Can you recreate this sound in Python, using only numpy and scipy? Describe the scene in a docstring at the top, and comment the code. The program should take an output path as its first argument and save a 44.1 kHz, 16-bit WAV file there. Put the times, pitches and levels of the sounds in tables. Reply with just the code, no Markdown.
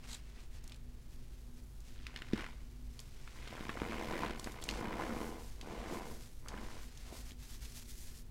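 """A quiet room: two hands crush a lump of packed starch close to a microphone, over a tray.
The powder yields in stick-slip jerks, sums of damped grains that ring the lump; even creaks are slip trains.
Lumps snap as decaying noise bursts, one break thumps on the tray's modes, powdered fingers rub as moving
bands of hiss, and fingertips scrape as gritty noise.
Shaped noise makes a low rumble, and a sine of unsteady pitch and level makes a wavering hum."""
import sys
import numpy as np
from scipy import signal
from scipy.fft import rfft, irfft, next_fast_len
from scipy.io import wavfile
from scipy.ndimage import map_coordinates

SR = 44100
rng = np.random.default_rng(int(sys.argv[2]) if len(sys.argv) > 2 else 0)


def magnitude_from_level(level_db):
    """Linear magnitude for a level in decibels (20 dB per decade)."""
    exponent = np.asarray(level_db, float) / 20
    return 10 ** exponent


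def store_wav(level_fs):
    """Save 16-bit WAV to argv[1]."""
    pcm = np.round(np.clip(np.atleast_2d(level_fs), -1, 1) * 32767)
    wavfile.write(sys.argv[1], SR, pcm.T.astype(np.int16))


N = 366030


def unit(x):
    """Normalization: scales x to rms 1."""
    return x / np.sqrt(np.mean(x ** 2) + 1e-20)


def curves(rows):
    """Linear interpolation: one value per sample for each column after the time."""
    s, *cols = np.transpose(rows)
    return [np.interp(np.arange(N) / SR, s, c) for c in cols]


def filtered(x, response):
    """Linear filtering: the spectrum of x times a complex response of frequency."""
    m = next_fast_len(N + 8192)
    return irfft(rfft(x, m) * response(np.fft.rfftfreq(m, 1 / SR)), m)[:N]


def peak(f, hz, width):
    """Damped resonance: a causal second-order response of gain 1 at hz."""
    return 1j * f * width / (hz * hz - f * f + 1j * f * width)


def noise(spectrum):
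    """Spectral shaping: noise of rms 1 coloured by (frequency [Hz], level [dB]) points."""
    hz, db = np.transpose(spectrum)
    white = rng.standard_normal(N)
    return unit(filtered(white, lambda f: magnitude_from_level(np.interp(np.log(f + 1), np.log(hz + 1), db))))


def wobble(rate):
    """Band-limited fluctuation: a smooth random curve with rate knots a second."""
    knots = rng.standard_normal(int(N * rate / SR) + 4)
    return map_coordinates(knots, [np.arange(N) * rate / SR])


def scatter(times, shapes):
    """Superposition: adds each row of shapes at its time."""
    starts = np.round(np.asarray(times) * SR).astype(int)[:, None]
    at = starts + np.arange(shapes.shape[1])
    return np.bincount(at.ravel(), shapes.ravel(), N + shapes.shape[1])[:N]


def grains(times, size, spread, hz, cycles, length):
    """Damped oscillation: pushes of log-normal pitch whose decay constant is counted in cycles."""
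    f = np.clip(hz * np.exp(spread), 60, 15000)[:, None]
    t = np.arange(length) / SR
    onset = 1 - np.exp(-t / 0.00013)
    pushes = size[:, None] * np.sin(2 * np.pi * f * t) * np.exp(-f * t / cycles) * onset
    return unit(scatter(times, pushes))


def bursts(hz, octaves, t60, tail_db):
    """Fracture noise: rows of band noise around hz with a fast and a slow decay, each of peak 1."""
    t, f = np.arange(2048) / SR, np.fft.rfftfreq(2048, 1 / SR)
    white = rng.standard_normal((len(hz), len(t)))
    band = irfft(rfft(white) * np.exp(-(np.log2((f + 1) / hz) / octaves) ** 2))
    decay = magnitude_from_level(-60 * t / t60) + magnitude_from_level(tail_db - 60 * t / 0.1)
    rows = band * decay * (1 - np.exp(-(t / 0.00075) ** 2))
    return rows / np.abs(rows).max(axis=1, keepdims=True)


def room():
    """Stationary background: shaped rumble and hiss, resonant noise bands and one wavering sine."""
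    # Spectrum of the rumble and hiss, scaled as a whole below: (frequency [Hz], relative density [dB per Hz])
    room_spectrum = [(4.7, -30), (8.0, 8.5), (57, -5.5), (77, -10.5), (131, -11), (181, -24.5),
                     (240, -16.5), (273, -27), (364, -25), (550, -33), (886, -37.5), (2370, -42.5),
                     (4340, -45.5), (4930, -50), (16000, -87)]
    # Narrow rumble bands, two equal resonances each: (frequency [Hz], width of one [Hz], level [dB])
    hum_bands = [(50, 10.6, -54), (121.9, 10.4, -70), (366.5, 37, -83.5)]
    # Wavering tone: (centre frequency [Hz], level before a lift of 2 dB [dB])
    drone_tone = (244, -68)
    hum = 0
    for hz, width, db in hum_bands:
        white = rng.standard_normal(N)
        hum = hum + magnitude_from_level(db) * unit(filtered(white, lambda f: peak(f, hz, width) ** 2))
    drone_hz, drone_db = drone_tone
    turns = np.cumsum(drone_hz * (1 + 0.0075 * wobble(7))) / SR
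    drone = magnitude_from_level(drone_db + 2.0 + 3.0 * wobble(7.7)) * np.sin(2 * np.pi * turns)
    return magnitude_from_level(-49) * noise(room_spectrum) + hum + drone


def walls(x):
    """Diffuse reverberation: convolution with a short, exponentially decaying noise of unit energy."""
    t = np.arange(6000) / SR
    tail = rng.standard_normal(len(t)) * magnitude_from_level(-60 * t / 0.37)  # 60 dB in 0.37 s
    return signal.fftconvolve(x, tail / np.linalg.norm(tail))[:N]


def fingers():
    """Energy addition: bell-shaped strokes over slow shifting give level [dB]; the louder sets the speed."""
    # Finger strokes: (middle [s], half length [s], level [dB], relative speed [-], higher is faster)
    stroke_rows = [(0.047, 0.018, -61, -1.4), (0.123, 0.053, -55.5, -0.87), (0.378, 0.036, -67.5, -1.7),
                   (.42, 0.037, -66, -1), (0.556, 0.035, -65.5, -0.78), (1.135, 0.04, -70, -0.5),
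                   (1.583, 0.03, -69, -0.7), (1.89, 0.063, -68.5, -0.8), (2.392, 0.053, -63, -2.1),
                   (2.993, 0.11, -70, -0.59), (4.475, 0.082, -63, -0.31), (4.66, 0.025, -67, -1.2),
                   (4.76, 0.065, -60, -1), (5.244, 0.1, -62, 0.12), (5.457, 0.084, -63, -0.35),
                   (5.95, 0.067, -58.5, -0.26), (6.111, 0.073, -61.5, -0.041), (6.235, 0.044, -62, -0.44),
                   (6.723, 0.17, -61.5, -0.88), (6.84, .05, -67, 0.35), (7.176, 0.056, -56.5, -0.44),
                   (7.283, 0.038, -60, -0.57), (7.436, 0.045, -60.5, -0.56), (7.523, 0.053, -57.5, -0.44),
                   (7.644, 0.046, -57, -0.54), (7.708, .03, -60.5, -0.48), (7.774, 0.036, -54, -0.33),
                   (7.818, 0.021, -62, -0.5), (7.905, 0.032, -56, -0.18), (8.01, 0.061, -58.5, -0.079),
                   (8.176, 0.042, -61, -0.23)]
    # Fingers shifting between strokes: (time [s], level [dB], relative speed [-])
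    shifting = [(0, -72.5, -0.92), (.3, -70, -1.05), (.47, -74.5, -.3), (.7, -70, -1.5), (.82, -75, -0.4),
                (1.35, -70.5, -0.5), (1.67, -73, 0.1), (2.1, -70.5, -1.15), (2.6, -71.5, -.7),
                (2.87, -72, -0.37), (3.3, -65.5, -0.95), (4.0, -64, -0.6), (4.36, -74, 1),
                (4.87, -63, -2.5), (5.05, -61, -0.85), (5.6, -68, -0.55), (5.85, -60.5, -1.55),
                (6.38, -68.5, -0.14), (6.65, -75, -0.6), (7.08, -62, -0.73), (7.36, -72.5, -0.19),
                (8.1, -60.5, -0.4), (8.25, -75, -0.22)]
    squareness = 2.3  # 2 = bell, higher = flatter top and steeper ends
    t = np.arange(N) / SR
    level_db, speed = curves(shifting)
    power = magnitude_from_level(level_db) ** 2
    moved = power * speed
    for middle, half, db, stroke_speed in stroke_rows:
        stroke = magnitude_from_level(db) ** 2 * np.exp(-2 * np.abs((t - middle) / half) ** squareness)
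        power, moved = power + stroke, moved + stroke_speed * stroke
    return 10 * np.log10(power), moved / power


def rub(count=9000):
    """Sliding friction: powdered skin makes hiss with fine crackle, its colour climbing with speed."""
    # Hiss bands, two equal resonances each:
    # (frequency [Hz], width of one [Hz], relative speed that excites it most [-])
    skin_bands = [(1000, 1970, -1.47), (2170, 2930, -1.16), (4130, 6150, -0.73), (6480, 7800, 0.14),
                  (10640, 9700, 0.32)]
    level_db, speed = fingers()
    u, z = rng.random(count), rng.standard_normal(count)
    clicks = magnitude_from_level(np.clip(8.8 * z, -30, 9)) * np.sign(z)
    crackle = scatter(u * (N - 100) / SR, clicks[:, None])
    hiss = rng.standard_normal(N) * magnitude_from_level(1.5 * wobble(90)) + magnitude_from_level(-3) * unit(crackle)
    coloured = 0
    for hz, width, best in skin_bands:
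        band = unit(filtered(hiss, lambda f: peak(f, hz, width) ** 2))
        coloured = coloured + band * np.exp(-((speed - best) / 0.9) ** 2)
    # Soft skin has no extreme treble
    return filtered(magnitude_from_level(level_db) * coloured, lambda f: 1 / (1 + (f / 14500) ** 4))


def scrape():
    """Friction-driven resonance: a short gritty drag swells, stops dead and rings the crust."""
    # Fingertips drag over the crust: (start [s], end [s], level before the swell [dB])
    drag = (0.092, 0.15, -52.5)
    # Crust bands, two equal resonances each: (frequency [Hz], width of one [Hz], relative gain [dB])
    crust_bands = [(4000, 1500, 1.5), (7000, 2000, 0)]
    t, (start, end, db) = np.arange(N) / SR, drag
    swell_db = np.interp(t, [start - .03, start, end, end + .012, end + .06], [-46, -3.5, 3.0, -14, -45])
    grit = rng.standard_normal(N) * magnitude_from_level(5 * wobble(260))
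    crust = lambda f: sum(magnitude_from_level(gain) * peak(f, hz, width) ** 2 for hz, width, gain in crust_bands)
    return magnitude_from_level(db + swell_db) * (swell_db > -39) * unit(filtered(grit, crust))


def thump():
    """Modal excitation: the sudden break shoves the hands and rings the tray's low modes."""
    # The lump gives way: (time [s], level [dB])
    break_rows = [(2.3327, -26)]
    # Tray modes: (frequency [Hz], level relative to the break [dB], 60 dB decay time [s])
    tray_modes = [(133, -11.5, 0.15), (221, 7, 0.041), (322, -2.5, 0.054), (417, -6, 0.032)]
    t = np.arange(8000) / SR
    # The modes are in phase 3 ms after the start, following a short pull
    ring = sum(magnitude_from_level(db - 60 * t / t60) * np.cos(2 * np.pi * hz * (t - .003)) for hz, db, t60 in tray_modes)
    s, db = np.transpose(break_rows)
    return scatter(s, magnitude_from_level(db)[:, None] * ring * (1 - np.exp(-(t / .0015) ** 2)))


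def creaks():
    """Regular stick-slip: a loaded lump gives trains of small, nearly even cracks around one pitch."""
    # Creak trains: (start [s], end [s], rate [slips/s], centre pitch [Hz], median peak level [dB])
    creak_trains = [(1.949, 2.06, 98, 2490, -52.5), (2.079, 2.14, 80, 1900, -51),
                    (3.409, 3.56, 80, 2200, -46.5), (3.887, 4.011, 94, 2180, -42.5),
                    (4.215, 4.3, 86, 2000, -40), (6.461, 6.536, 70, 1000, -42.5),
                    (6.611, 6.71, 54, 1200, -46), (6.754, 6.852, 91, 2000, -53)]
    most = 14  # slips in a train at most
    slips = []
    for start, end, rate, hz, db in creak_trains:
        slips += [(s, end, rate, hz, db) for s in start + np.arange(most) / rate]
    s, end, rate, hz, db = np.transpose(slips)
    z = rng.standard_normal((len(s), 3))
    size = magnitude_from_level(db + 1.6 * z[:, 0]) * (s < end)
    pitch = hz * np.exp(0.13 * z[:, 2])
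    cracks = bursts(pitch[:, None], octaves=0.92, t60=0.009, tail_db=-30)
    return scatter(s + 0.06 * z[:, 1] / rate, size[:, None] * cracks)


def snaps():
    """Brittle fracture: a dry burst with a sharp start, a weak after-crumble, a fine tick and a dull thud."""
    # Lumps cracking: (time [s], peak level of the burst alone [dB], pitch [Hz],
    # thud level relative to the burst before a lift of 4.5 dB [dB])
    snap_rows = [(0.64, -49, 6950, -17), (0.677, -43.5, 5970, -17), (0.696, -46, 3240, -22),
                 (0.72, -41.5, 3320, -22), (0.744, -48, 3400, -22), (0.76, -56, 6000, -11),
                 (1.804, -55, 6000, -20), (2.067, -32.5, 2700, -39), (2.142, -53, 2010, -14),
                 (2.161, -31.5, 2230, -16), (2.173, -43, 2960, -26), (2.189, -45, 2970, -15),
                 (2.22, -32.5, 2050, -13.5), (2.268, -51, 2200, -20), (2.285, -51, 3000, -12),
                 (2.324, -50, 2200, -20), (2.333, -34, 2510, -2), (2.356, -45, 1800, -15),
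                 (2.368, -45, 1600, -15), (2.376, -41, 2400, -19), (2.382, -42, 1500, -5),
                 (2.394, -36, 1590, -8), (2.407, -37, 1600, -17), (2.416, -40, 2330, -11),
                 (2.423, -40, 1590, -15), (2.442, -34.5, 1650, -22), (2.464, -37, 1670, -21),
                 (2.487, -48, 1300, -20), (2.505, -50, 1500, -20), (2.53, -52, 1600, -20),
                 (2.992, -38.5, 3960, -31), (3.001, -40.5, 6950, -27), (3.276, -42, 1580, -22),
                 (3.475, -40, 2490, -3), (3.576, -37, 1010, -26), (3.608, -38.5, 2080, 5),
                 (3.693, -29, 1420, -2), (3.772, -32.5, 881.4, -2), (3.8, -36, 1720, -22),
                 (3.818, -32.5, 1010, 7.5), (3.931, -37, 1010, -25), (4.135, -33, 1140, 2.5),
                 (4.234, -28, 990, -8), (4.307, -36, 1994, 4), (4.37, -60, 7000, -20),
                 (4.384, -54, 7000, -20), (4.396, -32, 5100, -9), (4.443, -33, 4000, -17),
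                 (4.472, -30, 1140, -5), (4.52, -44.5, 5370, -18), (4.564, -46, 814, -27),
                 (4.615, -48, 6855, -24), (4.62, -44, 5500, -24), (4.625, -37.5, 2820, -14),
                 (4.639, -33, 5440, -34), (4.662, -49, 5500, -20), (4.684, -46, 6000, -18),
                 (4.689, -21, 3103, -37), (4.699, -36, 3800, -25), (4.71, -33, 3360, -17),
                 (4.737, -41, 3300, -20), (4.749, -44, 3500, -15), (4.773, -43, 4500, -20),
                 (4.803, -45, 5000, -20), (4.854, -37, 1700, -7), (5.105, -37, 1200, -5),
                 (4.928, -36, 1500, -8), (4.998, -33, 899.5, -3), (5.011, -35.5, 1200, -15),
                 (5.035, -34, 1300, -10), (5.168, -38, 923, 8.5), (5.214, -41, 2600, 9),
                 (5.612, -37, 3200, -28), (6.484, -37.5, 4000, -45), (6.541, -39, 980.4, 4),
                 (6.579, -43, 1070, -21), (6.974, -45, 4530, -21), (7.125, -46.5, 500, 3),
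                 (7.308, -43.5, 2873, -16), (7.318, -46, 3270, -2)]
    s, db, hz, thud_db = np.transpose(snap_rows)[:, :, None]
    t = np.arange(2048) / SR
    crack = bursts(hz, octaves=1.0, t60=0.0076, tail_db=-22.5)
    # Tick relative to the crack: -13.5 dB at -40 dB and 2 kHz; less for bigger cracks, 6 dB more per octave
    tick_db = -13.5 - 0.42 * (db + 40) + 6 * np.log2(hz / 2000)
    tick = magnitude_from_level(tick_db) * bursts(np.full_like(hz, 6800), octaves=0.86, t60=0.0076, tail_db=-29)
    spike = 0.8 * np.sin(2 * np.pi * hz * t) * np.exp(-hz * t / 0.9)  # the first break is one sharp push
    thud = magnitude_from_level(thud_db + 4.5) * np.sin(2 * np.pi * 330 * t) * magnitude_from_level(-60 * t / 0.0087)
    return scatter(s[:, 0], magnitude_from_level(db) * (crack + spike + tick + thud))


def effort():
    """Energy addition: level shapes of the squeezes add up to the jerk and edge levels [dB]."""
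    # Squeezes: level shapes around a grip and a hardest moment; in a few the end time comes earlier,
    # so the level drops abruptly: (grip [s], hardest [s], end time [s],
    # jerk level at the hardest before the lump rings [dB],
    # bright edge relative to the jerk [dB], high for hard lumps and low for powder)
    squeezes = [(2.074, 2.176, 2.34, -70, 7.5), (2.346, 2.387, 2.45, -57.5, 6), (2.987, 3.01, 3, -67, 1),
                (3.375, 3.62, 5.26, -56, -1), (3.834, 4.245, 4.31, -43, -7), (4.416, 4.465, 4.27, -53, -19),
                (4.691, 4.847, 5.1, -43, -20), (4.914, 5.007, 5.18, -44, -14),
                (5.12, 5.225, 5.37, -45.5, -31), (5.64, 5.717, 5.79, -48, -17),
                (5.773, 5.926, 6.1, -45, -19), (6.488, 6.566, 6.69, -52, -10), (6.676, 6.781, 6.8, -58, -8),
                (7.08, 7.13, 7.19, -55, -22)]
    grip_s, end_s = 0.087, 0.16  # spacing of the level points before the grip and after the end time
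    grip_db, end_db, fade_db = -7.5, -7.5, -25  # relative to the hardest moment
    t, dull, edge = np.arange(N) / SR, 1e-12, 1e-12
    levels = [3 * fade_db, fade_db, grip_db, 0, end_db, fade_db, 3 * fade_db]
    for grip, hardest, end, db, edge_db in squeezes:
        times = [grip - 3 * grip_s, grip - grip_s, grip, hardest, end, end + end_s, end + 3 * end_s]
        shape_db = np.interp(t, times, levels)
        dull = dull + magnitude_from_level(db + shape_db) ** 2
        edge = edge + magnitude_from_level(db + edge_db + shape_db) ** 2
    return 10 * np.log10(dull), 10 * np.log10(edge)


def crunch(count=5200):
    """Stick-slip in packed grains: each jerk is a dull push with a bright edge, ringing the lump."""
    # How often the packed powder lets go: (time [s], central rate [releases/s])
    slip_rate = [(1.9, 101), (2.33, 77), (2.65, 95), (3.1, 99.6), (3.22, 86.2), (3.75, 77), (3.87, 89.2),
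                 (4.17, 79.4), (4.31, 68), (4.7, 65.0), (5.18, 78.7), (5.62, 72.4), (5.98, 82.5),
                 (6.53, 76.7), (6.8, 98), (7.3, 77.3)]
    # Lump resonances: (frequency [Hz], width [Hz], gain before a common cut of 5 dB [dB])
    lump_modes = [(227, 24, 8.5), (324, 28, 6.5), (469, 69, 4), (695, 30, 0), (770, 23, -1.5),
                  (1010, 60, 5.5), (1153, 25, -1.5), (1482, 38, 5), (1805, 55, 0), (2126, 330, 5.5),
                  (2970, 67, 5.5)]
    u, z = rng.random((count, 2)), rng.standard_normal((count, 4))
    times = (np.arange(count) + 2.5 * u[:, 0]) * N / SR / (count + 4)  # uneven but unbroken stream of slips

    # Stress builds and lets go; each release swells fast and sags
    load = np.cumsum(curves(slip_rate)[0] * magnitude_from_level(1.3 * wobble(30))) / SR % 1
    release = np.sin(np.pi * load ** 0.6) ** 2
    dull_db, edge_db = effort()
    # Hard lumps fall quieter between releases, powder keeps trickling
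    depth_db = np.clip(19 + 0.6 * (edge_db - dull_db), 11, 14)
    # The largest slips crowd into each release
    crowding_db = (depth_db * (release - 0.6))[(times * SR).astype(int)]
    outward = np.where(u[:, 1] < .7, 1, -1)  # most slips push outward
    size = magnitude_from_level(np.clip(2.6 * z[:, 3] + crowding_db, -30, 7)) * outward

    dull = grains(times, size, 0.53 * z[:, 0], hz=520, cycles=0.3, length=790)
    edge = grains(times, size * magnitude_from_level(2.8 * z[:, 2]), 0.58 * z[:, 1], hz=2085, cycles=0.93, length=200)
    # The larger slips spit grit
    grit = grains(times, np.abs(size) ** 1.6, 0.3 * z[:, 0], hz=4700, cycles=2, length=100)
    edge = edge + 0.2 * grit
    # Countless finer slips blur into noise under the jerks
    powder = rng.standard_normal(N) * (0.5 + release)
    dull = dull + 0.38 * unit(filtered(powder, lambda f: peak(f, 900, 400)))
    edge = edge + 0.045 * unit(filtered(powder, lambda f: peak(f, 1100, 890)))
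    # Each release sprays fine grit
    spray = rng.standard_normal(N) * (0.15 + release) * magnitude_from_level(2.5 * wobble(70))
    edge = edge + 0.47 * unit(filtered(spray, lambda f: peak(f, 2940, 5400) ** 2))

    jerks = magnitude_from_level(dull_db) * dull + magnitude_from_level(edge_db) * edge
    body = lambda f: 0.92 + sum(magnitude_from_level(db - 5) * peak(f, hz, width) for hz, width, db in lump_modes)
    # A small lump radiates no deep bass
    return filtered(jerks, lambda f: body(f) * 1j * f / (130 + 1j * f))


def scene():
    """Superposition of sources: hands close to the microphone, a weak echo of them, and the room."""
    hands = crunch() + snaps() + creaks() + thump()
    echo = magnitude_from_level(-13) * walls(hands)
    return (hands + echo + rub() + scrape() + room())[None]


def low_pass(x):
    """Removes everything above the highest recorded frequency."""
    return signal.sosfilt(signal.butter(12, 16450, fs=SR, output="sos"), x)


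def record(dry):
    """Additive self-noise and band limiting: the microphone adds a faint steady hiss, cut at 15850 Hz."""
    hiss = magnitude_from_level(-77.5) * noise([(1500, -19), (5000, -15.5), (16000, 0)])
    heard = filtered(dry[0] + hiss, lambda f: f < 15850)
    return low_pass(heard[None])


dry = scene()
out = record(dry)
store_wav(out)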